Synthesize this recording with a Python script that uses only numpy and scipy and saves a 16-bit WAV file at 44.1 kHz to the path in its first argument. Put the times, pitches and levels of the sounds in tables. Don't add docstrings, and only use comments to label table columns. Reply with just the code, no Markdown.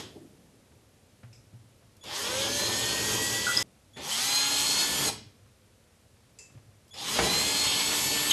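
import sys
import numpy as np
from scipy import signal
from scipy.fft import rfft, irfft, next_fast_len
from scipy.io import wavfile
from scipy.ndimage import uniform_filter1d

SR = 44100
rng = np.random.default_rng(int(sys.argv[2]) if len(sys.argv) > 2 else 0)


def put_to_file(sound):
    columns = np.atleast_2d(sound).T
    safe = np.clip(columns, -1, 1)
    whole_steps = np.round(safe * 32767)
    wavfile.write(sys.argv[1], SR, whole_steps.astype(np.int16))


def gain_from_decibels(decibels):
    exponent = np.asarray(decibels, float) / 20
    return 10 ** exponent


N = 366912
T = np.arange(N) / SR

# f/Hz, level per Hz/dB
NOISE_FAR = [(24, -47), (40, -23), (107, 1), (154, -5.5), (404, 0), (502, -4.5), (566, 0.5), (654, -11.5),
             (853, -4.5), (1350, -12), (1890, -8.5), (2080, -11.5), (3370, -7), (11800, -14.5),
             (12700, -12), (16500, -58), (22000, -120)]
# f/Hz, width/Hz, lift/dB
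HOUSING = [(3180, 280, 5), (3450, 150, 4), (4040, 200, 1.5), (5100, 660, 4), (6580, 97, 8.5),
           (7860, 135, 7), (11500, 590, 3)]


def unit(x):
    return x / np.sqrt(np.mean(x ** 2) + 1e-20)


def along(points, hz):
    f, v = np.transpose(points)
    return np.interp(np.log(hz + 1), np.log(f + 1), v)


def filtered(x, response):
    m = next_fast_len(len(x) + SR // 2)
    return irfft(rfft(x, m) * response(np.fft.rfftfreq(m, 1 / SR)), m)[:len(x)]


def wobble(n, rate):
    knots = rng.standard_normal(int(n * rate / SR) + 2)
    curve = np.interp(np.arange(n) * rate / SR, np.arange(len(knots)), knots)
    return uniform_filter1d(curve, int(SR / rate / 2) + 1)


def peaks_db(modes, hz):
    return sum(db / (1 + (2 * (hz - c) / w) ** 2) for c, w, db in modes)


def resonances(modes):
    def response(f):
        total = 0
        for k, (c, w, db) in enumerate(modes):
            total = total + (-1) ** k * gain_from_decibels(db) * 1j * f * w / (c * c - f * f + 1j * f * w)
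        return total
    return response


def patchy(x, depth_db):
    z = signal.stft(x, nperseg=256)[2]
    field = uniform_filter1d(rng.standard_normal(z.shape), size=3, axis=0)
    field = uniform_filter1d(field, size=12, axis=1)
    return signal.istft(z * gain_from_decibels(depth_db * unit(field)), nperseg=256)[1][:len(x)]


def add(track, s, x):
    k = round(s * SR)
    track[k:k + len(x)] += x[:len(track) - k]


def drill():
    # t/s, motor load level/dB, pressure on the wall level/dB
    efforts = [
        [(2.03, -52, -57), (2.07, -46.5, -49), (2.16, -34, -51), (2.24, -33.5, -41.5), (2.6, -32, -35.5),
         (2.85, -32.5, -38.5), (3.05, -31.5, -36), (3.3, -33, -37.5), (3.628, -34, -38.5)],
        [(3.96, -49, -44), (4, -49, -42.5), (4.1, -36, -51), (4.17, -33, -43.5), (4.56, -32, -44),
         (4.82, -32.5, -38), (5, -33, -38.5), (5.085, -33, -35.5), (5.105, -43, -36)],
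        [(6.93, -54, -59), (6.98, -43.5, -54), (7.09, -35, -43), (7.16, -30.5, -37.5), (7.24, -31, -30),
         (7.33, -30, -36), (7.7, -31, -37.5), (8.2, -32, -39), (8.32, -29.5, -37)],
    ]
    # start t/s, top speed/(turns/s), climb/(turns/s), climb time/s,
    # climb shape, creep/(turns/s), creep time/s
    spin_up = [(2.04, 357.7, 190, .14, .98, 97.96, 1.219),
               (3.97, 375.76, 182.5, .1447, 1.67, 114.24, 2.962),
               (6.94, 299.74, 154.18, .1576, 1.686, 68.04, .415)]
    pattern_lengths = (1.5, 1, 1)
    # rattle level/dB, air level/dB
    rattle_air = [(-5, -2), (-2.5, 2), (-4, -1)]
    # multiple of shaft speed, level off resonance/dB
    orders_free = [(2, -55.5), (5, -51), (6, -44.5), (8, -49.5), (10, -54), (12, -56), (14, -53),
                   (16, -54.5), (18, -53), (20, -54.5), (20.67, -60), (21.33, -60), (22, -50.5), (24, -53),
                   (24.67, -59), (30, -57), (32, -59), (32.67, -60), (34.67, -61), (36, -62), (36.67, -64),
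                   (37.33, -66), (38.67, -65)]
    # multiple of shaft speed, level off resonance in second run/dB, in third run/dB
    orders_geared = [(1, -54, -50), (3, -58, -62), (5, -50.5, -55), (6, -47.5, -48.5), (7.5, -50, -47),
                     (9, -47, -46), (11, -55, -62), (12, -54, -52), (15, -47, -45.5), (18, -58, -54),
                     (21, -53, -54), (23, -55, -57), (24, -47.5, -49.5), (26, -60, -56), (27, -52, -49),
                     (28, -53, -48.5), (29, -63, -54), (30, -56, -54), (32, -57, -57), (33, -54, -54),
                     (34, -58, -56), (35, -56, -57), (36, -52.5, -52.5), (37, -57.5, -64), (38, -66, -58),
                     (39, -52, -52), (40, -68, -64), (41, -64, -62), (42, -64, -60)]
    # f/Hz, level per Hz/dB
    noise_near = [(24, -48), (40, -26.5), (91, -12.5), (288, -14), (670, -12), (853, -3.5), (1600, -11),
                  (1720, -8), (3450, -1), (3890, -2.5), (4180, -1), (5590, -7), (6610, -9), (11500, -13.5),
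                  (12700, -13), (16500, -52), (22000, -120)]
    noise, tones = np.zeros((2, N))
    multiple, second_db, third_db = np.transpose(orders_geared)
    stacks = (np.transpose(orders_free), (multiple, second_db), (multiple, third_db))
    spectra = (NOISE_FAR, noise_near, noise_near)
    runs = zip(spin_up, stacks, pattern_lengths, efforts, rattle_air, spectra)
    for law, orders, pattern_turns, effort, offsets_db, spectrum in runs:
        rush, song = run(law, orders, pattern_turns, effort, offsets_db, spectrum)
        add(noise, effort[0][0], rush)
        add(tones, effort[0][0], song)
    return noise, tones


def run(law, orders, pattern_turns, effort, offsets_db, spectrum):
    # low f/Hz, high f/Hz
    bands = [(2500, 6000), (40, 600), (600, 2500), (6000, 13000)]
    # f/Hz, width/Hz, lift/dB
    singing = [(555, 190, 20), (640, 90, -24), (810, 130, 14), (1975, 150, 8), (3200, 320, 9),
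               (4105, 250, 17.5), (4315, 130, 8), (5750, 800, 7), (6340, 200, 8), (6640, 260, 13),
               (7090, 80, 8), (7680, 420, 8), (8110, 200, 6), (11600, 650, 12)]
    s, *cols = np.transpose(effort)
    t = np.arange(s[0], s[-1], 1 / SR)
    n = len(t)
    load_db, wall_db = [np.interp(t, s, c) for c in cols]
    turns = spin(law, t)
    octaves = np.log2(turns / turns.max())
    angle = 2 * np.pi * np.cumsum(turns * (1 + 0.00042 * wobble(n, 39.9))) / SR
    noise, tones = np.zeros((2, n))

    rattle_db = load_db + offsets_db[0] - 2 * octaves
    air_db = load_db + offsets_db[1] + 2.5 * octaves
    throb = 1 + .35 * np.cos(angle) + .3 * np.cos(2 * angle + 1.3)
    rattle = gain_from_decibels(-9) * meshing(angle, pattern_turns)
    for (lo, hi), db in zip(bands, [load_db, wall_db, rattle_db, air_db]):
        rush = rng.standard_normal(n)
        if lo > 2000:
            rush = rush * throb + rattle

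        def band(hz):
            edges = np.sqrt((1 + (lo / (hz + 1)) ** 8) * (1 + (hz / hi) ** 8))
            return gain_from_decibels(along(spectrum, hz)) * housing(hz) / edges
        flutter_db = 1.88 * wobble(n, 25.05) + 0.43 * wobble(n, 6.96)
        noise += gain_from_decibels(db - 3.5 + flutter_db) * unit(filtered(rush, band))

    drive_db = .6 * (load_db - np.median(load_db))
    lift_db = peaks_db(singing, np.arange(SR // 2))
    for order, db in zip(*orders):
        speed_db = 20 * min(order / 18, 1) * octaves
        sung_db = lift_db[(order * turns).astype(int)]
        unsteady_db = 1.2 * wobble(n, 8) + 2 * wobble(n, 19.46)
        level_db = db + drive_db + speed_db + sung_db + unsteady_db
        tones += gain_from_decibels(level_db + 2.5) * np.sin(order * angle + 2 * np.pi * rng.random())
    fade = np.clip(np.minimum((t - s[0]) / 0.011, (s[-1] - t) / 0.0023), 0, 1)
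    return np.array([patchy(noise, depth_db=1.5), tones]) * fade


def spin(law, t):
    bind_s, sag = 4.99, 2500
    start, top, climb, climb_s, shape, creep, creep_s = law
    u = np.maximum(t - start, 0)
    bound = np.maximum(t - bind_s, 0) * (start < bind_s)
    return top - climb * np.exp(-(u / climb_s) ** shape) - creep * np.exp(-u / creep_s) - sag * bound ** 2


def meshing(angle, pattern_turns):
    place = (angle / (2 * np.pi * pattern_turns) % 1 * 128).astype(int)
    patterns = rng.standard_normal((5, 128))[:, place]
    shares = np.array([wobble(len(angle), 6) for _ in patterns])
    return (shares * patterns).sum(0) / np.linalg.norm(shares, axis=0)


def housing(hz):
    return gain_from_decibels(peaks_db(HOUSING, hz))


def whines():
    # t/s, level/dB
    presses = [
        (2.009, -56),
        (3.932, -57),
        (6.906, -55.5),
    ]
    overtones_db = (-6, -14)
    start_hz, rise_hz_per_s, length_s, swell_db = 3370, 3300, .11, 8
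    track, t = np.zeros(N), np.arange(round(length_s * SR)) / SR
    for s, db in presses:
        angle = 2 * np.pi * (start_hz + rise_hz_per_s * t / 2) * t + 1.6 * wobble(len(t), 197)
        buzz = np.zeros(len(t))
        for k, level in enumerate((0, *overtones_db), 1):
            buzz += gain_from_decibels(level + 2.0 * wobble(len(t), 110)) * np.sin(k * angle)
        fade = np.clip(np.minimum(t / 0.0042, (length_s - t) / .03), 0, 1)
        add(track, s, gain_from_decibels(db + swell_db * t / length_s) * fade * buzz)
    return track


def squeals():
    # t/s, peak level/dB, f/Hz, length/s, octave level/dB
    slips = [(0.154, -41.5, 324, 0.041, -13), (0.201, -49, 321.5, 0.078, -16), (6.393, -60, 428, .05, -9),
             (3.467, -21, 1460, 0.011, -29), (3.476, -23, 1456, 0.015, -27.5),
             (3.488, -23.5, 1400, 0.0094, -29), (3.495, -28, 1400, 0.02, -31),
             (3.515, -33, 1460, 0.0074, -28), (3.568, -18, 4940, .008, -29),
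             (3.573, -12, 5080, 0.0046, -18), (3.588, -21.5, 5100, 0.0091, -23),
             (3.612, -32.5, 5180, .003, -16), (4.108, -33, 4100, 0.0096, -21),
             (4.11, -29.5, 3100, 0.028, -27), (6.938, -43, 5100, 0.016, -25),
             (8.307, -17.5, 6480, 0.0067, -32), (8.299, -21, 3960, 0.0067, -30),
             (8.31, -13, 3110, 0.0086, -24), (8.315, -15, 3450, 0.0046, -22)]
    track = np.zeros(N)
    for s, db, hz, length, octave_db in slips:
        u = np.arange(round(3 * length * SR)) / SR / length
        angle = 2 * np.pi * hz * u * length * (1 + 0.0092 * u) + 1.4 * wobble(len(u), 218)
        tone = np.sin(angle) + gain_from_decibels(octave_db) * np.sin(2 * angle)
        add(track, s, gain_from_decibels(db) * 4 * u * np.exp(1 - 4 * u) * tone)
    return track


def metal():
    # t/s, peak level/dB
    clicks = [(1.9669, -48), (2.0383, -37), (3.9709, -43.5), (5.084, -22), (6.8803, -50.5), (6.8922, -48),
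              (6.94, -41), (6.9548, -44)]
    # t/s, peak level/dB
    clinks = [
        (1.3285, -45.5),
        (6.3871, -34),
    ]
    # f/Hz, width/Hz, level/dB
    wire_sets = [
        [(2390, 320, -2.5), (5100, 200, 4), (5700, 560, -1), (7740, 800, -6)],
        [(2100, 320, -15), (2640, 26, 5), (4900, 270, -5.5), (5400, 60, -3), (6030, 480, -7), (7160, 270, 0.5),
         (7840, 440, -5), (11100, 900, -19)],
    ]
    track, t = np.zeros(N), np.arange(SR // 2) / SR
    case = resonances([(hz, 1.6 * width, db) for hz, width, db in HOUSING])
    for s, db in clicks:
        snap = gain_from_decibels(db - 6.5 - 60 * t / 0.037) * rng.standard_normal(len(t))
        add(track, s, filtered(snap, case))
    for (s, db), wires in zip(clinks, wire_sets):
        decay = gain_from_decibels(-60 * t / 0.37) + 0.55 * gain_from_decibels(-60 * t / 0.034)
        rattle = decay * rng.standard_normal(len(t))
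        add(track, s, gain_from_decibels(db - 0.5) * filtered(rattle, resonances(wires)))
    return track


def bumps():
    # t/s, peak level/dB, hardness level/dB
    knocks = [(0.718, -59, 2), (1.232, -33.5, -14), (1.358, -58, -13), (1.531, -35.5, -28),
              (1.654, -54, -14), (1.827, -50, -11), (1.88, -51, -23), (5.128, -36, -6), (5.23, -56, -20),
              (5.459, -51, -5.5), (6.499, -45, -12), (6.549, -34.5, -22), (6.575, -48, -7)]
    # t/s, peak level/dB, hardness level/dB
    breakthrough = (7.189, -19, 4)
    # f/Hz, width/Hz, level/dB
    panel = [(104, 9, 3), (127, 10, 3), (230, 90, -12), (480, 120, -13), (880, 200, -12)]
    push, crack, t = np.zeros(N), np.zeros(N), np.arange(SR // 20) / SR
    for s, db, hard_db in [*knocks, breakthrough]:
        contact = np.hanning(180 if hard_db < 0 else 30) / 40
        add(push, s, gain_from_decibels(db + 39.5) * contact)
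        add(crack, s, gain_from_decibels(db + hard_db + 9.5 - 60 * t / 0.088) * rng.standard_normal(len(t)))

    def crack_band(f):
        return 1j * f / 300 / (1 + 1j * f / 300) / (1 + 1j * f / 2300) ** 3
    return filtered(push, resonances(panel)) + filtered(crack, crack_band)


def tail():
    # f/Hz, time/s
    decay_times = [(100, 1), (500, 0.27), (2000, 0.44), (5000, 0.41), (12000, 0.2)]
    hz, t, z = signal.stft(rng.standard_normal(SR * 3 // 4), SR, nperseg=256)
    decay = gain_from_decibels(-60 * t / along(decay_times, hz)[:, None])
    x = signal.istft(z * decay, SR, nperseg=256)[1]
    return x / np.linalg.norm(x)


def room(send):
    before = T < 3.628

    def answer(part):
        return signal.fftconvolve(np.pad(part, (200, 0)), tail())[:N]
    return answer(send * before) * before + answer(send * ~before)


def background():
    # f/Hz, level per Hz/dB
    hush_spectrum = [(15, -42), (25, -19), (71, -3), (108, 0), (172, -20.5), (235, -8.5), (275, -22),
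                     (357, -20), (541, -13), (601, -18), (936, -21.5), (7520, -27.5), (12700, -30.5),
                     (16500, -56.5), (22000, -120)]
    # t/s, level/dB
    stir_levels = [
        [(0.0, -47.5), (0.66, -61), (2.05, -61)],
        [(3.64, -55), (3.76, -63), (3.95, -63)],
        [(5.15, -63), (5.78, -65.5), (6.92, -62.5)],
    ]
    stir_spectrum = [(40, -37), (100, 0.0), (300, -4.0), (600, -11.0), (1200, -31.0)]  # f/Hz, level/dB
    hush = unit(filtered(rng.standard_normal(N), lambda hz: gain_from_decibels(along(hush_spectrum, hz))))
    s, db = np.transpose(np.vstack(stir_levels))
    stir = unit(filtered(rng.standard_normal(N), lambda hz: gain_from_decibels(along(stir_spectrum, hz))))
    echo = np.pad(tail(), (0, N))[:N]
    echo = filtered(echo, lambda hz: gain_from_decibels(along(NOISE_FAR, hz) - hz / 1500) * housing(hz))
    echo = gain_from_decibels(-8) * echo / np.linalg.norm(echo)
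    return gain_from_decibels(-62) * hush + gain_from_decibels(np.interp(T, s, db) - 3.5) * stir + echo


def scene():
    noise, tones = drill()
    sources = np.array([noise, tones, squeals() + whines(), metal(), bumps()])
    wet = gain_from_decibels([-5.5, -15, -6.5, -11.5, -7]) @ sources
    mono = sources.sum(0) + room(wet) + background()
    return np.array([mono, mono])


def low_pass(x):
    return signal.sosfilt(signal.butter(12, 12820, fs=SR, output="sos"), x)


def record(dry):
    dull = filtered(dry[0], lambda hz: 1 / (1 + (hz / 12800) ** 60))
    return low_pass(np.array([dull, dull]))


dry = scene()
out = record(dry)
put_to_file(out)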